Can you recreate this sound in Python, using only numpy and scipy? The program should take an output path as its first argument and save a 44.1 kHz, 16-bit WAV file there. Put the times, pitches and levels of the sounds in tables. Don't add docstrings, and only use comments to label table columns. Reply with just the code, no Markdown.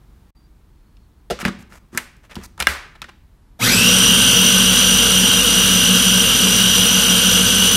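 import sys
import numpy as np
from scipy import signal
from scipy.fft import rfft, irfft
from scipy.io import wavfile
from scipy.ndimage import uniform_filter1d

SR = 44100
rng = np.random.default_rng(int(sys.argv[2]) if len(sys.argv) > 2 else 0)


def ratio_of_db(decibels):
    return 10 ** (np.asarray(decibels, float) / 20)


def file_out(sig):
    cols = np.atleast_2d(sig).T
    lim = np.clip(cols, -1, 1)
    pcm = np.round(lim * 32767).astype(np.int16)
    wavfile.write(sys.argv[1], SR, pcm)


N = 342216
TIME = np.arange(N) / SR
FULL_TOOTH_HZ = 3008
SWITCH_S = 3.585


def at_hz(points, hz):
    points = np.array(points)
    return np.interp(np.log(hz + 1), np.log(points[:, 0]), points[:, 1])


def rms_one(x):
    return x / np.sqrt(np.mean(np.abs(x) ** 2) + 1e-20)


def peak_one(x):
    return x / np.abs(x).max()


def drift(hz):
    r = np.exp(-2 * np.pi * hz / SR)
    noise = rng.standard_normal(N + 9000)
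    return rms_one(signal.lfilter([1], [1, -2 * r, r * r], noise)[9000:])


def coloured(spectrum, peaks=()):
    hz = np.fft.rfftfreq(N, 1 / SR)
    db = at_hz(spectrum, hz)
    for at, wide, top_db in peaks:
        db = db + top_db / (1 + (2 * (hz - at) / wide) ** 2)
    return rms_one(irfft(rfft(rng.standard_normal(N)) * ratio_of_db(db), N))


def ring(x, hz, t60):
    r, w = ratio_of_db(-60 / (t60 * SR)), 2 * np.pi * hz / SR
    return signal.lfilter([0, np.sin(w)], [1, -2 * r * np.cos(w), r * r], x)


def band(x, low_hz, high_hz):
    return signal.sosfilt(signal.butter(2, [low_hz, high_hz], "band", fs=SR, output="sos"), x)


def air():
    # (frequency [Hz], density [dB per Hz])
    floor = [(12, -38.5), (20, 0.5), (49, 2), (104, -8), (234, -16), (262, -21), (301, -18), (590, -32),
             (897, -28.5), (2750, -40.5), (3840, -40.5), (6010, -45), (16000, -47)]
    # (start [s], length [s], frequency [Hz], level [dB])
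    trills = [
        (.352, .13, 4700, -68),
        (.7, 0.38, 4320, -77),
        (1.15, .08, 4330, -78),
    ]
    break_s, break_length_s, break_db, edge_s = .305, .047, -45, .007
    air_db, early_db = -47, 2.5
    gap = np.minimum(TIME - break_s, break_s + break_length_s - TIME) / edge_s
    gap = np.clip(gap, 0, 1)
    out = coloured(floor) * ratio_of_db(air_db + early_db * (TIME < break_s) + break_db * gap)
    for s, length, hz, db in trills:
        on = np.clip(np.minimum(TIME - s, (s + length - TIME) / 3) / .01, 0, 1)
        out += on * ratio_of_db(db + 3.9 * drift(60)) * np.sin(2 * np.pi * hz * TIME + 1.1 * drift(40))
    return out


def knocks():
    # (frequency [Hz], level [dB], t60 [s])
    lid_modes = [(1040, -24.5, 0.98), (1360, -6, 0.23), (1794, -1.5, 0.036), (2170, -12.5, 0.11),
                 (2830, -10.5, 0.27), (2920, -21, 0.19), (3490, -10.5, 0.15), (4030, -17.5, 0.29),
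                 (4156, -32, 0.13), (5100, -17, 0.13)]
    # (frequency [Hz], level [dB], t60 [s])
    base_modes = [(194, 4, 0.16), (233, 7, 0.089), (330, 3, 0.11)]
    # (time [s], peak [dB], strongest ring [Hz], crack [dB], rattle t60 [s])
    landings = [
        (1.312, -25.5, 1060, -41, 0.023),
        (1.428, -31, 1070, -42, .02),
        (1.451, -11, 1770, -25, 0.035),
        (1.458, -17.5, 1180, -32, 0.047),
        (1.481, -21, 1270, -40, 0.055),
        (1.589, -51, 1100, -55, 0.046),
        (1.929, -52, 1410, -52, 0.027),
        (1.948, -33.5, 1360, -40, .06),
        (2.365, -31.5, 1090, -45, .028),
        (2.388, -42.5, 1510, -52, 0.011),
    ]
    # (time [s], peak
    # [dB], strongest ring [Hz], crack [dB], rattle t60 [s])
    clicks = [(0.969, -50.5, 2950, -67, 0.022), (1.301, -21.5, 545, -35, 0.034),
              (1.306, -14.5, 507, -28, 0.093), (1.39, -26.5, 1420, -47, 0.013),
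              (1.414, -24.5, 1420, -37, 0.046), (1.723, -38, 1440, -52, .045),
              (1.975, -11.5, 1860, -8.5, .05), (2.167, -62, 1390, -53, .03), (2.311, -40, 1500, -50, 0.033),
              (2.345, -45, 1540, -45.5, 0.036), (2.355, -28, 3420, -33.5, 0.037),
              (2.578, -35.5, 1030, -44, 0.031), (2.596, -32, 786, -42, 0.013),
              (2.602, -9, 2400, -11, 0.029), (2.609, -15.5, 1500, -33.5, .03),
              (2.624, -12.5, 2430, -23, 0.02), (2.67, 7.5, 1636, 5, 0.01), (2.954, -45, 1070, -59, 0.021),
              (3.018, -20.5, 2590, -32, 0.027), (3.025, -32.5, 1540, -49.5, .04),
              (3.042, -30.5, 1520, -53, 0.039), (3.091, -36, 1080, -59.5, .03)]
    # (thump at a full-scale peak [dB], share of the peak it follows [0-1])
    landing_weight = (-17, 0.47)
    click_weight = (-37, .45)
    hollow_cycles, hollow_db = 60, -14
    size = 7000
    out = np.zeros((2, N + size))
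    age = np.arange(size) / SR
    click = 1. * (age == 0)
    contacts = [(row, landing_weight) for row in landings] + [(row, click_weight) for row in clicks]
    for (s, peak_db, hz, crack_db, t60), (weight_db, follows) in contacts:
        thump_db = weight_db + follows * peak_db
        decay_s = max(t60, .005)
        grit = rng.standard_normal(size) * np.minimum(age / 0.00041, 1)
        grit[12] = 5
        rattle = grit * ratio_of_db(-60 * age / decay_s)

        spread_db = rng.normal(0, 3, len(lid_modes))
        modes = sum(ratio_of_db(db + d) * ring(rattle, f, .17 * t) for (f, db, t), d in zip(lid_modes, spread_db))
        body = ratio_of_db(-8) * peak_one(modes)
        body += peak_one(band(rattle, hz / 1.4, hz * 1.4))
        body += ratio_of_db(-1.5) * peak_one(band(rattle, 500, 4800))
        body += ratio_of_db(hollow_db) * peak_one(ring(rattle, hz, hollow_cycles / hz))
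        thump = band(sum(ratio_of_db(db) * ring(rattle, f, t) for f, db, t in base_modes), 45, 600)
        crack = band(grit * ratio_of_db(-120 * age / decay_s), 2800, 10500)

        far_body = band(click, hz / 1.5, hz * 1.5) + .8 * band(click, 400, 5000)
        far_crack = band(click, 3000, 12000)
        at = round(s * SR)
        for part, far, db in ((body, far_body, peak_db + 7), (thump, thump, thump_db + 9.5),
                              (crack, far_crack, crack_db + 9.5)):
            near = ratio_of_db(db) * peak_one(part)
            out[0, at:at + size] += near
            out[1, at:at + size] += rms_one(far) * np.std(near)
    return out[:, :N]


def kitchen(x):
    # (frequency [Hz], t60 [s])
    decay = [(100, 0.94), (500, 0.49), (2000, 0.54), (5000, 0.45), (12000, 0.26)]
    age = np.arange(SR) / SR
    tail = 0
    for hz in 63 * 2 ** np.arange(0, 8.1, .5):
        noise = band(rng.standard_normal(SR), hz / 2 ** .25, hz * 2 ** .25)
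        tail = tail + noise * ratio_of_db(-60 * age / at_hz(decay, hz))
    tail *= np.clip(age / 0.018, 0, 1)
    return signal.fftconvolve(x, tail / np.sqrt(np.sum(tail ** 2)))[:N]


def thuds():
    # (time [s], level [dB], frequency [Hz], t60 [s])
    pushes = [
        (1.31, -26, 60, 0.23),
        (2.361, -31.5, 69.5, 0.33),
        (2.599, -24.5, 66, 0.42),
        (2.68, -19, 69, 0.2),
    ]
    out = np.zeros(N)
    for s, db, hz, t60 in pushes:
        age = np.maximum(TIME - s, 0)
        swell = np.minimum(age / .015, 1)
        out += ratio_of_db(db - 60 * age / t60) * swell * np.sin(2 * np.pi * hz * age)
    return out


def rubs():
    # (middle [s], length [s], dull level [dB], bright level [dB])
    strokes = [(1.41, 0.03, -28.5, -36.5), (1.466, 0.064, -29, -51), (1.61, 0.046, -50.5, -55),
               (1.743, 0.09, -46.5, -53.5), (1.961, 0.075, -44.5, -52), (2, 0.057, -40, -58),
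               (2.253, 0.041, -51, -64), (2.319, 0.043, -37.5, -56), (2.405, 0.086, -45.5, -60.5),
               (2.447, 0.032, -39.5, -37.5), (2.619, 0.053, -31, -39), (2.959, .02, -46, -73),
               (3.092, 0.022, -40, -73)]
    grit = rng.standard_normal(N) * ratio_of_db(3 * drift(120))
    dull = rms_one(band(grit, 450, 2800))
    bright = rms_one(band(grit, 2800, 6500) - .5 * band(grit, 6500, 15000))
    out = np.zeros(N)
    for s, length, dull_db, bright_db in strokes:
        stroke = np.clip(1 - (1.7 * (TIME - s) / length) ** 2, 0, 1)
        out += stroke * (ratio_of_db(dull_db) * dull + ratio_of_db(bright_db) * bright)
    return out


def controls():
    spin_from_s, spin_s = 3.562, .146
    thin_from_s, thin_hz_per_s = 7.1, 76
    on = np.maximum(TIME - SWITCH_S, 1e-4)
    short = 1 - np.tanh(np.maximum(TIME - spin_from_s, 0) / spin_s)
    tooth_hz = FULL_TOOTH_HZ * (1 - short) + thin_hz_per_s * np.maximum(TIME - thin_from_s, 0)
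    load = np.exp(-on / 1)

    def rise_db(rise_s):
        return 20 * np.log10(np.tanh((on / rise_s) ** 2))

    whine_db = -15.5 + 4 * load - 11 * short
    roar_db = -23.5 + 1.5 * load + rise_db(.044)
    mains_db = -31.5 + 7 * load + 10 * np.sqrt(short) + rise_db(.062)
    rotor_db = -22.5 + 3 * load - 93 * short
    return tooth_hz, whine_db, roar_db, mains_db, rotor_db


def motor():
    # (multiple of tooth rate [1], level [dB], wobble [Hz], steady share [0-1],
    # blade throb [0-1], rotor throb [0-1])
    mesh = [(.155, -15.5, 6.8, 0.36, 0, 0.5), (.47, -25, 64, .1, 1, 0), (.955, 0.5, 117, 0.03, 0, 0.08),
            (1.05, -0.5, 170, 0, 0, 0.1), (1.94, -3.5, 92, 0.49, 0.64, .1), (2.004, -3, 104, .2, 0.64, 0),
            (3, -3, 155, 0.18, 0, 0.38)]
    # (rotor [dB], blade [dB], mains double [dB], mains fourfold [dB])
    hum_levels = (1.5, -9.5, 2.5, -5.5)
    # (frequency [Hz], density [dB per Hz])
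    roar_spectrum = [(18, -47), (30, -31.5), (194, -9), (311, -17), (461, -20.5), (844, -13.5), (1540, 0.5),
                     (1860, -11), (2900, -12), (4190, -12.5), (5900, -14.5), (6550, -13.5), (9220, -17.5),
                     (12300, -14), (16000, -25)]
    # (frequency [Hz], width [Hz], level [dB])
    housing = [(92, 32, 13), (182.5, 7.3, 12.5), (236, 93, 13.5), (482, 165, 15.5), (1510, 1600, -8),
               (1527, 9.5, 7.5), (3270, 420, 7), (3700, 98, 5.5), (3890, 90, 6.5), (5820, 160, 11.5),
               (8930, 160, 4.5), (4550, 140, 3.5), (5000, 120, 5.5), (7200, 280, 0.5), (7940, 200, 4),
               (10600, 100, 8), (12400, 350, -1)]
    teeth, blade_share, mains_hz = 16, .2765, 60
    odd_order_speed_db = 5
    tooth_hz, whine_db, roar_db, mains_db, rotor_db = controls()
    tooth = 2 * np.pi * np.cumsum(tooth_hz * (1 + 0.002093 * drift(7.07))) / SR
    rotor = tooth / teeth
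    blade = rotor * blade_share

    lag = 1 - tooth_hz / FULL_TOOTH_HZ
    light = .5 * np.clip(5 * lag, 0, 1)
    whine = 0
    for k, db, wobble_hz, steady, blade_throb, rotor_throb in mesh:
        steady = steady + (1 - steady) * light
        loose = (1 - steady) / np.sqrt(2)
        throb = (1 + blade_throb * np.cos(blade + k)) * (1 + rotor_throb * np.cos(rotor))
        wobbly = (steady + loose * drift(wobble_hz)) * np.cos(k * tooth)
        wobbly += loose * drift(wobble_hz) * np.sin(k * tooth)
        odd = round(k) % 2
        whine = whine + ratio_of_db(db - odd_order_speed_db * odd * np.maximum(lag, 0)) * throb * wobbly

    mains = 2 * np.pi * mains_hz * TIME
    phases = (rotor, blade, 2 * mains, 4 * mains)
    loads = (rotor_db, roar_db, mains_db, mains_db)
    hum = 0
    for db, load, phase in zip(hum_levels, loads, phases):
        hum = hum + ratio_of_db(db + load + 1.8 * drift(9)) * np.sin(phase + .45 * drift(8))

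    roar = coloured(roar_spectrum, housing) * ratio_of_db(.5 * drift(40)) * (1 + .12 * np.cos(blade))
    running = np.clip((TIME - SWITCH_S) / .01, 0, 1)
    whine_rise = np.clip((TIME - SWITCH_S) / .044, 0, 1)
    return running * (whine_rise * ratio_of_db(whine_db) * whine + ratio_of_db(roar_db + 8.5) * roar + hum)


def scene():
    lid, sent = knocks() + rubs()
    machine = motor()
    walls = kitchen(ratio_of_db(-17.5) * sent + ratio_of_db(-10.0) * machine)
    return (lid + thuds() + machine + walls + air())[None]


def treble_dropouts(x, size=2048, count=14):
    # (frequency [Hz], share of time [0-1])
    emptied = [(3000, .012), (9000, .025), (10000, .07), (11500, .02), (12500, .08), (13300, .42),
               (14000, .3), (14600, .5), (15200, .4), (15600, .6), (15750, 1.01)]
    overlap = size * 3 // 4
    hz, _, frames = signal.stft(x, SR, nperseg=size, noverlap=overlap)
    luck = rng.standard_normal((len(hz) // count + 1, frames.shape[-1]))
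    luck = rms_one(uniform_filter1d(luck, size=8, axis=1))
    rank = np.argsort(np.argsort(luck, axis=1), axis=1) / luck.shape[1]
    rank = np.repeat(rank, count, axis=0)[:len(hz)]
    share = at_hz(emptied, hz)[:, None] * (hz[:, None] > 3000)
    power = np.sum(np.abs(frames[0]) ** 2, axis=0)
    loud = uniform_filter1d(power, size=60) > .005
    kept = 1 - loud * (rank < share)
    return signal.istft(frames * kept, SR, nperseg=size, noverlap=overlap)[1][:, :N]


def band_limit(x):
    return signal.sosfilt(signal.butter(12, 16330, fs=SR, output="sos"), x)


def record(dry):
    rounded = 1.005 * np.tanh(dry / 1.198)
    heard = signal.sosfilt(signal.butter(2, 32, "high", fs=SR, output="sos"), rounded)
    heard = signal.sosfilt(signal.cheby2(12, 40, 16300, fs=SR, output="sos"), heard)
    mix = treble_dropouts(heard)
    return band_limit(mix)


dry = scene()
out = record(dry)
file_out(out)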